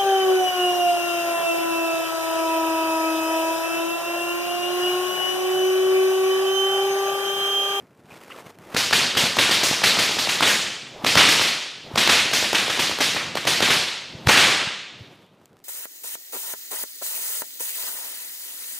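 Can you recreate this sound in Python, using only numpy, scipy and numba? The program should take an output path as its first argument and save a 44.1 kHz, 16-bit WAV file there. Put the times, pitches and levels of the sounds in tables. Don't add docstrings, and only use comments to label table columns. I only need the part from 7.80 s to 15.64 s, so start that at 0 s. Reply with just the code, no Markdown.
import sys
import numpy as np
from scipy import signal
from scipy.fft import rfft, irfft
from scipy.io import wavfile
from scipy.ndimage import uniform_filter1d, map_coordinates
from numba import njit

SR = 44100
rng = np.random.default_rng(int(sys.argv[2]) if len(sys.argv) > 2 else 0)


def decibels_to_gain(level_db):
    exponent = np.asarray(level_db, float) / 20
    return 10 ** exponent


def to_wav(s):
    ch = np.atleast_2d(s).T
    pcm = np.round(np.clip(ch, -1, 1) * 32767)
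    wavfile.write(sys.argv[1], SR, pcm.astype(np.int16))


N = 345741

# time_s, level_db
ARM_MOVEMENT = [(0, -56.5), (.87, -51.5), (1.4, -39), (2.6, -51), (3.16, -48.5), (3.75, -69), (4.04, -50),
                (4.8, -53), (5.6, -40), (6.08, -63), (6.38, -42), (6.9, -60), (7.3, -51), (7.47, -57.5),
                (7.52, -61), (7.84, -60.5)]
# start_s, length_s, level_db
RUSTLES = [(0, 0.032, -62), (.06, 0.11, -66), (0.192, 0.094, -65.5), (0.304, 0.072, -46.5),
           (0.41, 0.071, -47), (0.505, 0.1, -42.5), (.66, 0.043, -46.5), (0.746, 0.018, -60),
           (7.189, 0.24, -60), (7.61, 0.041, -66), (7.784, 0.0054, -65)]
# frequency_hz, density_db
RUB_COLOUR = [(15, -20.5), (40, -21.5), (65, -12.5), (95, 1), (143, 5.5), (415, -0.5), (1500, -13.5),
              (3300, -59.5)]
# frequency_hz, density_db
WEAVE_COLOUR = [(120, -38.5), (200, -6.5), (419, 1.5), (2020, -7.5), (2550, -9), (2850, -11), (3670, -15),
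                (15000, -25)]
# start_s, peak_db, pitch_hz
BUMPS = [(.245, -44, 170), (0.321, -43, 151), (.662, -40, 170), (.945, -20, 203), (7.215, -38, 110),
         (1.436, -19, 195), (1.91, -22, 200), (3.14, -51, 132), (3.239, -20, 247), (4.114, -28, 320),
         (4.137, -25, 130), (4.627, -33, 113), (6.335, -35, 338), (6.348, -28, 132), (6.454, -31, 117),
         (6.47, -8, 119), (6.87, -29, 150), (7.206, -35, 122)]
# start_s, peak_db, pitch_hz
TICKS = [(0.1744, -43, 2410), (0.2374, -45, 1600), (0.2564, -39, 1750), (0.2897, -47, 1690),
         (0.3324, -40, 1990), (0.405, -38, 1910), (0.4364, -28, 1950), (0.4814, -42, 1710),
         (0.552, -39, 1900), (0.7871, -29, 1620), (0.8454, -40, 1600), (4.1114, -41, 2490),
         (7.5844, -48, 2360), (7.657, -29, 6000), (7.678, -47, 2470), (7.465, -44, 5000),
         (7.791, -40, 3500)]
# start_s, peak_db, width_s
THREADS = [
    (.405, -43, .0001),
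    (.7871, -40, .0001),
    (7.7312, -42, .00006),
    (7.769, -38, .0001),
    (7.802, -42, .00015),
]
# start_s, level_db, pitch_hz, length_s
CREAKS = [
    (.306, -45, 1000, .005),
    (.307, -47, 2500, .02),
    (.503, -43, 1300, .006),
    (.508, -42, 2850, .018),
    (.511, -43, 2050, .018),
    (.543, -40, 1200, .01),
]
# crack_s, length_s, swish_db, top_pitch_hz, rustle_db
WINDUPS = [
    (0.948, 0.15, -47.5, 1300, -29.5),
    (3.243, 0.18, -42, 1170, -35),
    (4.154, .175, -44.5, 1240, -35.5),
    (6.467, 0.25, -50.5, 920, -38),
]
# offset_hz, density_db
EDDY_COLOUR = [(150, 1), (400, -8.5), (2000, -28.5), (9000, -51.0)]
# crack_s, snap_peak_db, barn_db, strongest_band_hz
WHIP_CRACKS = [ (0.948, -13.5, -18, 4060), (1.1104, -14, -13.5, 3520), (1.3529, -17, -16, 3950),
               (1.4395, -16, -30, 2430), (1.5695, -9, -13.5, 3120), (1.694, -12, -17.5, 3800),
               (1.8150, -20, -17.5, 4860), (1.9127, -14.5, -27, 3000), (2.019, -15.5, -13, 3540),
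               (2.171, -13, -17, 3830), (2.2947, -18.5, -27.5, 4100), (2.369, -18, -21.5, 4000),
               (2.4734, -16.5, -20, 3560), (2.608, -6.5, -13.5, 2860), (2.655, -28, -19.5, 5950),
               (3.2473, -8, -16, 3470), (3.3555, -1, -6.5, 2940), (3.4697, -12, -15, 4530),
               (3.5964, -14, -19.5, 3600),
               (4.1590, -9.5, -14.5, 3220), (4.2765, -3, -11, 3240), (4.5150, -17, -17.5, 4200),
                  (4.6270, -14, -25, 2980), (4.7313, -7, -17.5, 3100), (4.8812, -15.5, -22.5, 3030),
                  (4.9753, -16, -19, 3650), (5.0964, -17.5, -34.5, 2500), (5.188, -14, -17, 3690),
                  (5.3474, -17, -27.5, 2250), (5.5550, -12.5, -29, 2850), (5.6535, -15.5, -16, 3590),
                  (5.8059, -9, -16, 3120), (5.8870, -9, -16, 3440), (6.4660, -28.5, -16, 5450),
                  (6.4727, -4.5, -9, 2340), (6.5560, -26, -9.5, 2920), (6.6150, -30, -19.5, 2760)]
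# frequency_hz, density_db
SNAP_COLOUR = [(60, -16.5), (300, -4.5), (1500, -5.5), (5000, -10), (12000, -23.5)]
# frequency_hz, density_db
FLOOR_COLOUR = [(1500, 13), (8000, -6.0), (15000, -26.0)]
# frequency_hz, density_db
BARN_COLOUR = [(40, -41), (100, -2), (300, -4.5), (900, -4.5), (1600, -0.5), (2400, 1.07), (3600, 0.5),
               (6000, -8.5), (10000, -14.5), (16000, -26)]
# frequency_hz, t60_s
BARN_DECAY = [(100, 0.65), (400, 0.85), (1500, 0.89), (3500, 1.034), (7000, 0.85), (13000, 0.47)]
# frequency_hz, build_s
ECHO_BUILD = [(1000, 0.00057), (3000, 0.0028), (8000, 0.0081)]
# after_first_s, extra_db, spread_s
WALL_RETURNS = [
    (.006, 4.5, 0.0053),
    (.021, -0.5, .003),
    (.042, 1, .006),
    (0.06, 1, 0.035),
    (0.108, 1, .02),
]

CRACKS = WHIP_CRACKS
PRE = 256 / SR
BARN_DELAY_S, SLAP_DELAY_S = 0.015, 0.0175
SLAP_DB, SLAP_TILT = -2, 0.21
JERK_DB, JERK_RISE_S, JERK_FALL_S = -20, 0.0099, 0.036
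RUSTLE_RISE, RUSTLE_FALL, REST_DB = 730, 560, -64.5
PULL_DB, PULL_SHAPE = 25, 0.37
SLOW_HZ, SPEEDUP = 308, 1.6
FADE_IN_DB, SHARE_IN = 27, 0.48


def unit(x):
    return x / np.sqrt(np.mean(x ** 2) + 1e-20)


def along(points, hz):
    f, v = np.transpose(points)
    return np.interp(np.log(hz + 1), np.log(f + 1), v)


def level(rows):
    s, db = np.transpose(rows)
    return decibels_to_gain(np.interp(np.arange(N) / SR, s, db))


def wobble(rate):
    knots = rng.standard_normal(int(N * rate / SR) + 4)
    return map_coordinates(knots, [np.arange(N) * rate / SR])


def noise(colour, size):
    hz = np.fft.rfftfreq(size, 1 / SR)
    return unit(irfft(rfft(rng.standard_normal(size)) * decibels_to_gain(along(colour, hz)), size))


def add(track, s, x):
    part = track[round(s * SR):][:len(x)]
    part += x[:len(part)]


def progress(end_s, length_s):
    u = 1 + (np.arange(N) / SR - end_s) / length_s
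    return np.clip(u, 0, 1), u <= 1


def shirt():
    t = np.arange(N) / SR
    sleeve = level(ARM_MOVEMENT)
    jerk = (1 - np.exp(-t[:SR] / JERK_RISE_S)) * np.exp(-t[:SR] / JERK_FALL_S)
    for s, _, barn_db, _ in CRACKS:
        add(sleeve, s, decibels_to_gain(barn_db + JERK_DB) * jerk)

    cloth = decibels_to_gain(REST_DB)
    for s, length, db in RUSTLES:
        rise_db = RUSTLE_RISE * np.maximum(s - t, 0)
        fall_db = RUSTLE_FALL * np.maximum(t - s - length, 0)
        cloth = cloth + decibels_to_gain(db - rise_db - fall_db)
    for s, length, _, _, db in WINDUPS:
        u, on = progress(s, length)
        rise_db = RUSTLE_RISE * np.maximum(s - length - t, 0)
        cloth = cloth + on * decibels_to_gain(db - PULL_DB * (1 - u) ** PULL_SHAPE - rise_db)

    rub = sleeve * unit(decibels_to_gain(2.5 * wobble(25)) * noise(RUB_COLOUR, N))
    grain = decibels_to_gain(1.2 * wobble(30) + 2.2 * wobble(400))
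    rustle = cloth * unit(grain * noise(WEAVE_COLOUR, N))
    return decibels_to_gain(1.0) * rub + decibels_to_gain(-1.5) * rustle


def capsule_and_tack():
    track, t = np.zeros(N), np.arange(2048) / SR
    for s, db, hz in BUMPS:
        add(track, s, decibels_to_gain(db) * -np.sin(2 * np.pi * hz * t) * np.exp(-(hz * t / 0.68 - 1.1) ** 2))
    for s, db, hz in TICKS:
        puff = noise([(hz / 4, -10), (hz, 0), (hz * 3, -9), (hz * 8, -14)], 2048)
        add(track, s, decibels_to_gain(db - 12.5) * puff * np.exp(-t / 0.0011))
    for s, db, width in THREADS:
        add(track, s, decibels_to_gain(db) * np.exp(-t / width))
    for s, db, hz, length in CREAKS:
        slips = noise([(hz / 2, -50), (hz * .85, -14), (hz, 0), (hz * 1.15, -16), (hz * 2, -60)], 2048)
        add(track, s, decibels_to_gain(db) * slips * np.exp(-(2 * t / length - 1) ** 4))
    return track


def swish():
    air = 0
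    for s, length, db, top_hz, _ in WINDUPS:
        u, on = progress(s, length)
        pitch_hz = SLOW_HZ * (top_hz / SLOW_HZ) ** (u ** SPEEDUP)
        phase = 2 * np.pi * np.cumsum(pitch_hz) / SR
        swell = on * (u > 0) * decibels_to_gain(db - FADE_IN_DB * np.maximum(1 - u / SHARE_IN, 0))
        eddies = np.cos(phase) * noise(EDDY_COLOUR, N) + np.sin(phase) * noise(EDDY_COLOUR, N)
        air = air + swell * eddies
    return air


def barn_answer(hump_hz):
    hz, t, z = signal.stft(rng.standard_normal(65536), SR, nperseg=256, noverlap=192)
    colour_db = along(BARN_COLOUR, hz * (3000 / hump_hz) ** np.clip(hz / 1500, 0, 1))
    colour = decibels_to_gain(colour_db) / np.sqrt(np.mean(decibels_to_gain(2 * colour_db)))
    patches = uniform_filter1d(rng.standard_normal(z.shape), size=7, axis=0)
    patches = uniform_filter1d(patches, size=14, axis=1)
    swell = 1 - np.exp(-t / np.abs(along(ECHO_BUILD, hz))[:, None])
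    fade_db = 1.27 * unit(patches) - 60 * t / along(BARN_DECAY, hz)[:, None]
    echoes = z * colour[:, None] * swell * decibels_to_gain(fade_db)
    tail = signal.istft(echoes, SR, nperseg=256, noverlap=192)[1]

    t = np.arange(len(tail)) / SR
    returns_db = sum(db * np.exp(-((t - s) / spread) ** 2) for s, db, spread in WALL_RETURNS)
    return tail * decibels_to_gain(returns_db) * (1 - np.exp(-t / 0.00029))


def blast(t, width_ms):
    u = t / (width_ms / 1000)
    push = 0.6 * np.exp(-((u - 2.3) / 1.6) ** 2) + 0.3 * np.exp(-(u + 1.8) ** 2)
    suction = 1.2 * np.exp(-u ** 2)
    swing_back = 0.2 * np.exp(-((u - 8) / 3.5) ** 2)
    return push - suction - swing_back


def snap(width_ms):
    t = np.arange(2048) / SR - PRE
    whistle_hz = 6000 * np.exp(np.minimum(t, 0) / 0.0065)
    whistle = np.sin(2 * np.pi * np.cumsum(whistle_hz) / SR + rng.uniform(0, 8.7))
    lead = 0.11 * np.exp(-(t / 0.0035 + 0.6) ** 2) * (t < 0)
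    puff = 0.22 * np.exp(-(t / 0.0018) ** 2) + 0.13 * np.exp(-np.maximum(t, -5 * t) / 0.012)
    floor = 0.2 * np.exp(-((t - 0.012) / 0.0025) ** 2) * noise(FLOOR_COLOUR, 2048)
    return blast(t, width_ms) + lead * whistle + puff * noise(SNAP_COLOUR, 2048) + floor


def whips():
    track = np.zeros(N)
    for s, snap_db, barn_db, hump_hz in CRACKS:
        width_ms = np.clip(0.17 - 0.008 * (barn_db + 12), 0.12, 0.5)
        slap_db = snap_db + SLAP_DB - SLAP_TILT * (barn_db + 16)
        add(track, s - PRE, decibels_to_gain(snap_db) * snap(width_ms))
        add(track, s - PRE + SLAP_DELAY_S, decibels_to_gain(slap_db) * snap(0.7 * width_ms))
        add(track, s + BARN_DELAY_S, decibels_to_gain(barn_db) * barn_answer(hump_hz))
    return track


def scene():
    highpass = signal.butter(3, 85, "highpass", fs=SR, output="sos")
    cracks = signal.sosfilt(highpass, whips())
    mono = cracks + swish() + shirt() + capsule_and_tack()
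    return np.array([mono, mono])


@njit
def follow(x, rise, fall):
    out, held = np.empty_like(x), 0.0
    for i in range(len(x)):
        held += (rise if x[i] > held else fall) * (x[i] - held)
        out[i] = held
    return out


def roll_off(x):
    return signal.sosfilt(signal.butter(12, 16480, fs=SR, output="sos"), x)


def record(dry):
    loud = follow(np.abs(dry[0]), 1 / (0.00048 * SR), 1 / (0.06 * SR))
    squeezed = dry / (1 + (loud / decibels_to_gain(-10.5)) ** 3) ** (0.43 / 3)
    rounded = squeezed / (1 + np.abs(squeezed / 0.78) ** 6) ** (1 / 6)
    hz = np.fft.rfftfreq(N, 1 / SR)
    banded = irfft(rfft(rounded) * np.clip((15350 - hz) / 250, 0.003, 1), N)
    return roll_off(banded)


dry = scene()
out = record(dry)
to_wav(out)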